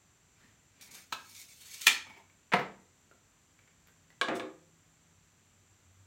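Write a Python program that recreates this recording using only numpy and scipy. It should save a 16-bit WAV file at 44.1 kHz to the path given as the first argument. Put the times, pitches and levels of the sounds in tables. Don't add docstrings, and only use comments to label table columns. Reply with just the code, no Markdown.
import sys
import numpy as np
from scipy import signal
from scipy.fft import rfft, irfft, next_fast_len
from scipy.io import wavfile
from scipy.ndimage import uniform_filter1d, map_coordinates

SR = 44100
rng = np.random.default_rng(int(sys.argv[2]) if len(sys.argv) > 2 else 0)


def dump_mix(stems):
    frames = np.atleast_2d(stems).T
    limited = np.clip(frames, -1, 1)
    pcm = np.round(limited * 32767).astype(np.int16)
    wavfile.write(sys.argv[1], SR, pcm)


N = 267290


def amp(db):
    return 10 ** (np.asarray(db) / 20)


def unit(x):
    return x / np.sqrt(np.mean(x ** 2) + 1e-20)


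def read_curve(points, hz):
    freqs, values = np.transpose(points)
    return np.interp(np.log(hz + 1), np.log(freqs + 1), values)


def wobble(rate):
    values = rng.standard_normal(int(N * rate / SR) + 4)
    return map_coordinates(values, [np.arange(N) * rate / SR])


def swells(rows, rise_db_per_s, fall_db_per_s):
    t = np.arange(N) / SR
    gain = np.zeros(N)
    for start_s, hold_s, db in rows:
        before = np.maximum(start_s - t, 0)
        after = np.maximum(t - start_s - hold_s, 0)
        gain += amp(db - rise_db_per_s * before - fall_db_per_s * after)
    return gain


def ringing(body, size=16384):
    tone, peaks = body
    hz = np.fft.rfftfreq(size, 1 / SR)
    boost = sum((amp(2 * db) - 1) / (1 + (2 * (hz - f) / width) ** 2) for f, width, db in peaks)
    spectrum = amp(read_curve(tone, hz)) * np.sqrt(np.abs(1 + boost))
    cepstrum = irfft(np.log(spectrum))
    cepstrum[1:size // 2] *= 2
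    cepstrum[size // 2 + 1:] = 0
    ring = irfft(np.exp(rfft(cepstrum)))[:size // 2]
    return ring / np.linalg.norm(ring)


# f/Hz, time to fade by 60 dB/s
ECHO_TIMES = [(100, 0.43), (300, .53), (700, 0.39), (1500, .38), (3000, 0.32), (6000, 0.34), (13000, .22)]

def garage(x, echo_db, early_db=-7, early_s=.014, build_s=.009):
    hz, times, noise = signal.stft(rng.standard_normal(SR * 3 // 4), SR, nperseg=256)
    fade = amp(-60 * times / read_curve(ECHO_TIMES, hz)[:, None])
    tail = signal.istft(noise * fade, SR, nperseg=256)[1]
    t = np.arange(len(tail)) / SR
    tail *= 1 - np.exp(-(t / build_s) ** 2)
    early = rng.standard_normal(len(t)) ** 3 * t * np.exp(-(2 * t / early_s) ** 2)
    echoes = amp(echo_db) * tail / np.linalg.norm(tail) + amp(early_db) * early / np.linalg.norm(early)
    echoes[0] = 1
    return signal.fftconvolve(x, echoes)


def knocks(rows, body, push_db, buzz_s, echo_db):
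    out = np.zeros(N + 2 * SR)
    ring = ringing(body)
    t = np.arange(SR // 20) / SR
    fade = amp(-60 * t / buzz_s)
    for start_s, db, cutoff_hz in rows:
        buzz = rfft(rng.standard_normal(len(t)) * fade)
        force = irfft(buzz / np.abs(buzz), len(t)) * np.sqrt(fade)
        force[0] += amp(push_db)
        force = signal.lfilter([1], [1, -np.exp(-2 * np.pi * cutoff_hz / SR)], force)
        hit = signal.fftconvolve(force, ring)
        hit *= np.sqrt(SR / 200 / np.sum(hit ** 2))
        hit = garage(hit, echo_db)
        out[round(start_s * SR):][:len(hit)] += amp(db) * hit
    return out[:N]


def moving_contact(x, depth_db):
    spectrum = signal.stft(x, nperseg=1024)[2]
    patches = uniform_filter1d(rng.standard_normal(spectrum.shape), size=7, axis=0)
    patches = uniform_filter1d(patches, size=4, axis=1)
    return signal.istft(spectrum * amp(depth_db * unit(patches)), nperseg=1024)[1][:N]


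def rub(gain, body, slips_per_s, surge_db, echo_db, patchy_db=3):
    slips = (rng.random(N) < slips_per_s / SR) * rng.uniform(-0.75, 1, N)
    slips *= amp(surge_db * wobble(70))
    rung = signal.fftconvolve(slips, ringing(body))[:N]
    scrape = unit(moving_contact(rung, patchy_db))
    return garage(scrape * gain, echo_db)[:N] / np.hypot(1, amp(echo_db))


# f/Hz, level/dB
AIR_TONE = [(20, -22), (42, -1.5), (100, 2.5), (260, -3), (500, -11), (1400, -10.5), (2500, -12.5),
            (4700, -19), (5050, -23.5), (7400, -21), (9500, -26), (10400, -30.5), (11500, -25),
            (16000, -30.5)]
# f/Hz, width/Hz, height/dB
HISS_PEAKS = [(6020, 430, 12.5), (7350, 490, 16.5)]

def still_air(level_db=-66.5):
    noise = signal.fftconvolve(rng.standard_normal(N + SR), ringing((AIR_TONE, HISS_PEAKS)))
    return amp(level_db) * unit(noise[SR:SR + N])


def hum(hz, waver_hz, flutter_db):
    phase = 2 * np.pi * np.cumsum(hz + waver_hz * wobble(31)) / SR
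    return unit(np.sin(phase) * amp(flutter_db * wobble(18)))


# t/s, hold/s, level/dB
LOW_HUM_SWELL = [(5.95, .2, -63)]
UPPER_HUM_SWELL = [(4.15, 0.8, -71.5)]

def far_drone(low_rest_db=-77.5, upper_rest_db=-87):
    low_gain = np.hypot(amp(low_rest_db), swells(LOW_HUM_SWELL, rise_db_per_s=26, fall_db_per_s=27))
    upper_swell = swells(UPPER_HUM_SWELL, rise_db_per_s=19, fall_db_per_s=20.5)
    upper_gain = np.hypot(amp(upper_rest_db), upper_swell)
    low = low_gain * hum(hz=93, waver_hz=2.6, flutter_db=3)
    upper = upper_gain * hum(hz=161.5, waver_hz=0.68, flutter_db=2)
    return low + upper


# t/s,
# level/dB, cutoff/Hz, ringing pitch/Hz
LIGHT_TAPS = [(2.297, -63, 2990, 2296), (2.594, -33.5, 201, 986), (3.113, -57, 400, 1374),
              (3.59, -60, 3000, 2280), (3.676, -63, 3000, 2280), (3.872, -62, 16000, 12600),
              (3.884, -61, 1500, 1530), (4.103, -57.5, 5900, 1960)]
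# f/Hz, level/dB
TAP_TONE = [(25, -44), (200, -16.5), (480, -6), (800, -9.5), (1500, -6), (2300, -4), (3500, -9.5),
            (5500, -13.5), (9000, -26), (13000, -15.5)]

def light_taps():
    out = np.zeros(N)
    for start_s, db, cutoff_hz, ring_hz in LIGHT_TAPS:
        body = (TAP_TONE, [(ring_hz, ring_hz / 25, 14)])
        out += knocks([(start_s, db, cutoff_hz)], body, push_db=-20, buzz_s=0.027, echo_db=-2.5)
    return out


# t/s, hold/s, level/dB
WOOD_SLIDES = [(.41, 0.045, -64), (.81, 0.013, -60.5), (.93, .035, -60)]
# (f/Hz, width/Hz, height/dB)
WOOD_RING = ([(25, -9), (110, 4.5), (300, -3), (600, -9), (1200, -9), (2200, -4), (5000, -13.5),
             (12000, -28.5)], [(163, 36, 2.2), (1880, 160, 3.3)])

def wood_slide():
    gain = swells(WOOD_SLIDES, rise_db_per_s=220, fall_db_per_s=145)
    return rub(gain, WOOD_RING, slips_per_s=6200, surge_db=2, echo_db=-4.5)


# t/s, level/dB, cutoff/Hz
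SQUARE_KNOCKS = [(4.2132, -22.5, 5500), (4.2165, -30, 2500), (4.2275, -34.5, 3500), (4.2855, -34.5, 2500),
                 (4.397, -37, 2960)]
BOARD_KNOCKS = [(4.215, -34.5, 1500), (4.283, -28, 1500), (4.293, -30.5, 1790), (4.299, -32.5, 1170),
                (4.317, -35, 250), (4.335, -36.5, 250), (4.399, -35.5, 1520), (4.44, -44, 910)]
# t/s, hold/s, level/dB
LIP_SKIDS = [(4.355, 0.0085, -47.5)]
# (f/Hz, width/Hz, height/dB)
SQUARE_RING = ([(25, -39), (100, -29), (220, -36), (400, -10.5), (900, -15.5), (1200, -6.5), (1950, -17.5),
               (3000, -8.5), (4000, -7.5), (5200, -14), (8000, -14.5), (11000, -26.5), (15000, -33.5)],
               [(1092, 30, 17.4), (1120, 29, 9.4), (1600, 39, 14), (1663, 59, 24), (2280, 120, 17.7),
               (2931, 78, 11.2), (3600, 210, 9), (4060, 50, 6.3)])
BOARD_RING = ([(25, -65), (70, -33), (115, -18.5), (170, -20), (240, -6.5), (350, -3.5), (600, -9),
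              (1300, -11.5), (2500, -11.5), (5000, -45), (12000, -44.5)], [(314, 8.2, 7.1),
              (376.7, 8.8, 8.7), (515.5, 20, 12.5), (688, 13, 10.7), (858, 14, 5.4), (1207, 71, 7.4),
              (1680, 13, 4.6)])
LIP_RING = ([(25, -43), (1000, -1), (3000, 0.5), (6000, -1.5), (8500, -1), (11000, -11.5), (16000, -15)],
            [(7800, 490, 2.2)])

def square_on_board():
    clap = knocks(SQUARE_KNOCKS, SQUARE_RING, push_db=-11.5, buzz_s=0.0263, echo_db=-6.5)
    thud = knocks(BOARD_KNOCKS, BOARD_RING, push_db=-19.5, buzz_s=0.062, echo_db=-1)
    skid_gain = swells(LIP_SKIDS, rise_db_per_s=1800, fall_db_per_s=430)
    skid = rub(skid_gain, LIP_RING, slips_per_s=6000, surge_db=0.5, echo_db=-8)
    return clap + thud + skid


# t/s, level/dB, cutoff/Hz
CASE_KNOCKS = [(2.519, -36, 1400), (2.5237, -27.5, 1712), (2.5355, -19.5, 3488)]
TABLE_KNOCKS = [(2.5372, -20.5, 2513), (2.5435, -25.5, 1500)]
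# (f/Hz, width/Hz, height/dB)
CASE_RING = ([(25, -44.5), (100, -20.5), (500, -12), (1000, -7), (1550, -6), (2200, -3), (3000, -8.5),
             (4400, -13.5), (5200, -18.5), (9000, -25.5), (15000, -31.5)], [(1310, 70, 10), (1556, 90, 4.8),
             (1740, 45, 3.9), (2058, 280, 6), (2500, 26, 5), (3000, 90, 2.9)])
TABLE_RING = ([(25, -50), (85, -30), (130, -7.5), (200, -5), (280, -16), (450, -3), (700, -5), (900, -1.5),
              (1300, -5.5), (3000, -20), (9000, -33)], [(134, 17, 5.1), (190, 4.7, 4.8), (207.7, 18, 7),
              (494.3, 13, 6.5), (710, 42, 11), (907, 25, 5.3), (993, 30, 7.1)])

def case_on_table():
    clack = knocks(CASE_KNOCKS, CASE_RING, push_db=-18.5, buzz_s=0.064, echo_db=-5)
    thump = knocks(TABLE_KNOCKS, TABLE_RING, push_db=-13, buzz_s=.03, echo_db=-5)
    return clack + thump


# t/s, hold/s, level/dB
GRIP_CREAKS = [(2.075, 0.017, -52), (2.15, .03, -56)]
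# (f/Hz, width/Hz, height/dB)
GRIP_RING = ([(25, -23.5), (80, -15), (200, -0.5), (450, -9), (850, -0.5), (1600, -8.5), (3300, -11.5),
             (5000, -18.5), (12000, -31)], [(891, 83, 6.7), (1020, 60, 5), (2250, 58, 17),
             (3330, 150, 3.3)])

def grip_creak():
    gain = swells(GRIP_CREAKS, rise_db_per_s=600, fall_db_per_s=254)
    return rub(gain, GRIP_RING, slips_per_s=7500, surge_db=3.5, echo_db=-12)


# t/s, level/dB, cutoff/Hz
LOCK_CLICKS = [(1.1215, -52, 7000), (1.1250, -28.5, 8940), (1.1285, -38.5, 5000), (1.134, -39, 5985)]
# (f/Hz, width/Hz, height/dB)
LOCK_RING = ([(25, -39), (120, -19), (230, -8), (500, -13.5), (1000, -1), (1650, -4.5), (1900, -14),
             (2500, -4.5), (4000, -4.5), (5000, -11.5), (7500, -11), (10500, -23.5), (14000, -16)],
             [(924, 50, 6.5), (1300, 50, 10.5), (1600, 90, 11), (2588, 36, 13), (3976, 170, 5.5)])

def thumb_lock():
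    return knocks(LOCK_CLICKS, LOCK_RING, push_db=-8.5, buzz_s=0.075, echo_db=-7.5)


# t/s, hold/s, level/dB
BLADE_SCRAPES = [(.814, 0.038, -52.5), (.912, .11, -54.5), (1.295, .02, -53), (1.348, 0.079, -52)]
# t/s, level/dB, cutoff/Hz
BLADE_SLAPS = [(.811, -51.5, 12000), (.951, -50.5, 12000), (1.351, -51, 5050), (1.738, -47, 8890),
               (1.744, -43.5, 12000), (1.812, -44, 11930), (1.817, -39, 12000)]
# (f/Hz, width/Hz, height/dB)
BLADE_RING = ([(25, -29), (100, -22.5), (400, -12), (800, -19), (1400, -12), (2200, -5), (4000, 1),
              (7000, 4.5), (9000, -1.5), (10500, -4.5), (12500, -3), (16000, -5)], [(1880, 60, 5),
              (2260, 110, 13), (2650, 55, 7.5), (3630, 82, 7), (4430, 140, 5), (4430, 36, 3.7),
              (6440, 120, 3.97), (9040, 200, 6.6), (11800, 570, 3)])

def loose_blade():
    scrape_gain = swells(BLADE_SCRAPES, rise_db_per_s=2400, fall_db_per_s=400)
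    scrape = rub(scrape_gain, BLADE_RING, slips_per_s=3500, surge_db=2.5, echo_db=-13)
    slaps = knocks(BLADE_SLAPS, BLADE_RING, push_db=-17, buzz_s=0.045, echo_db=-1.5)
    return scrape + slaps


# t/s, level/dB, cutoff/Hz
HOOK_KNOCKS = [(1.8635, -37, 8010), (1.8675, -20.5, 11020), (1.8692, -19, 6063), (1.8704, -13.5, 3012),
               (1.8775, -22.5, 5000), (1.8825, -23.5, 5003)]
# (f/Hz, width/Hz, height/dB)
TAPE_RING = ([(40, -31), (150, -33), (240, -20), (400, -21), (600, -27), (900, -12.5), (1500, -12.5),
             (2400, -3.5), (3400, -2.5), (4800, -10), (7000, -7.5), (10000, -11.5), (15000, -13.5)],
             [(1350, 38, 8.6), (1778, 40, 7), (1883, 45, 11), (2337, 38, 9.5), (2425, 38, 11),
             (2490, 40, 5.3), (2940, 60, 2.3), (3110, 30, 5.5), (3520, 40, 4.1), (4310, 92, 8.1),
             (4430, 30, 3.5), (4660, 36, 5), (5178, 40, 4.3), (5350, 40, 4.5), (6406, 61, 7.9),
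             (8025, 30, 6.1)])

def tape_rewind(release_s=1, chatter_from_s=1.6, home_s=1.868, hiss_db=-53.5, chatter_db=-35):
    t = np.arange(N) / SR
    speed = np.clip((t - release_s) / (home_s - release_s), 0, 1) * (t < home_s)
    share_out = 1 - speed ** 2
    hiss_gain = amp(hiss_db) * speed ** .8
    chattering = (t > chatter_from_s) * (t < home_s)
    chatter_gain = amp(chatter_db) * chattering / (1 + share_out / .03)
    hiss = rub(hiss_gain, BLADE_RING, slips_per_s=6300, surge_db=3, echo_db=-5)
    chatter = rub(chatter_gain, TAPE_RING, slips_per_s=2200, surge_db=4, echo_db=-2, patchy_db=4.5)
    snap = knocks(HOOK_KNOCKS, TAPE_RING, push_db=-19.5, buzz_s=0.023, echo_db=-5.5)
    return hiss + chatter + snap


def scene():
    background = still_air() + far_drone()
    handling = light_taps() + wood_slide() + square_on_board() + case_on_table()
    tape_measure = grip_creak() + thumb_lock() + loose_blade() + tape_rewind()
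    return (background + handling + tape_measure)[None]


def record(dry, top_hz=16000):
    size = next_fast_len(N + SR)
    hz = np.fft.rfftfreq(size, 1 / SR)
    low_cut = amp(read_curve([(15, -22), (25, -11), (45, -0.5)], hz))
    return irfft(rfft(dry, size) * low_cut * (hz < top_hz), size)[:, :N]


dry = scene()
out = record(dry)
dump_mix(out)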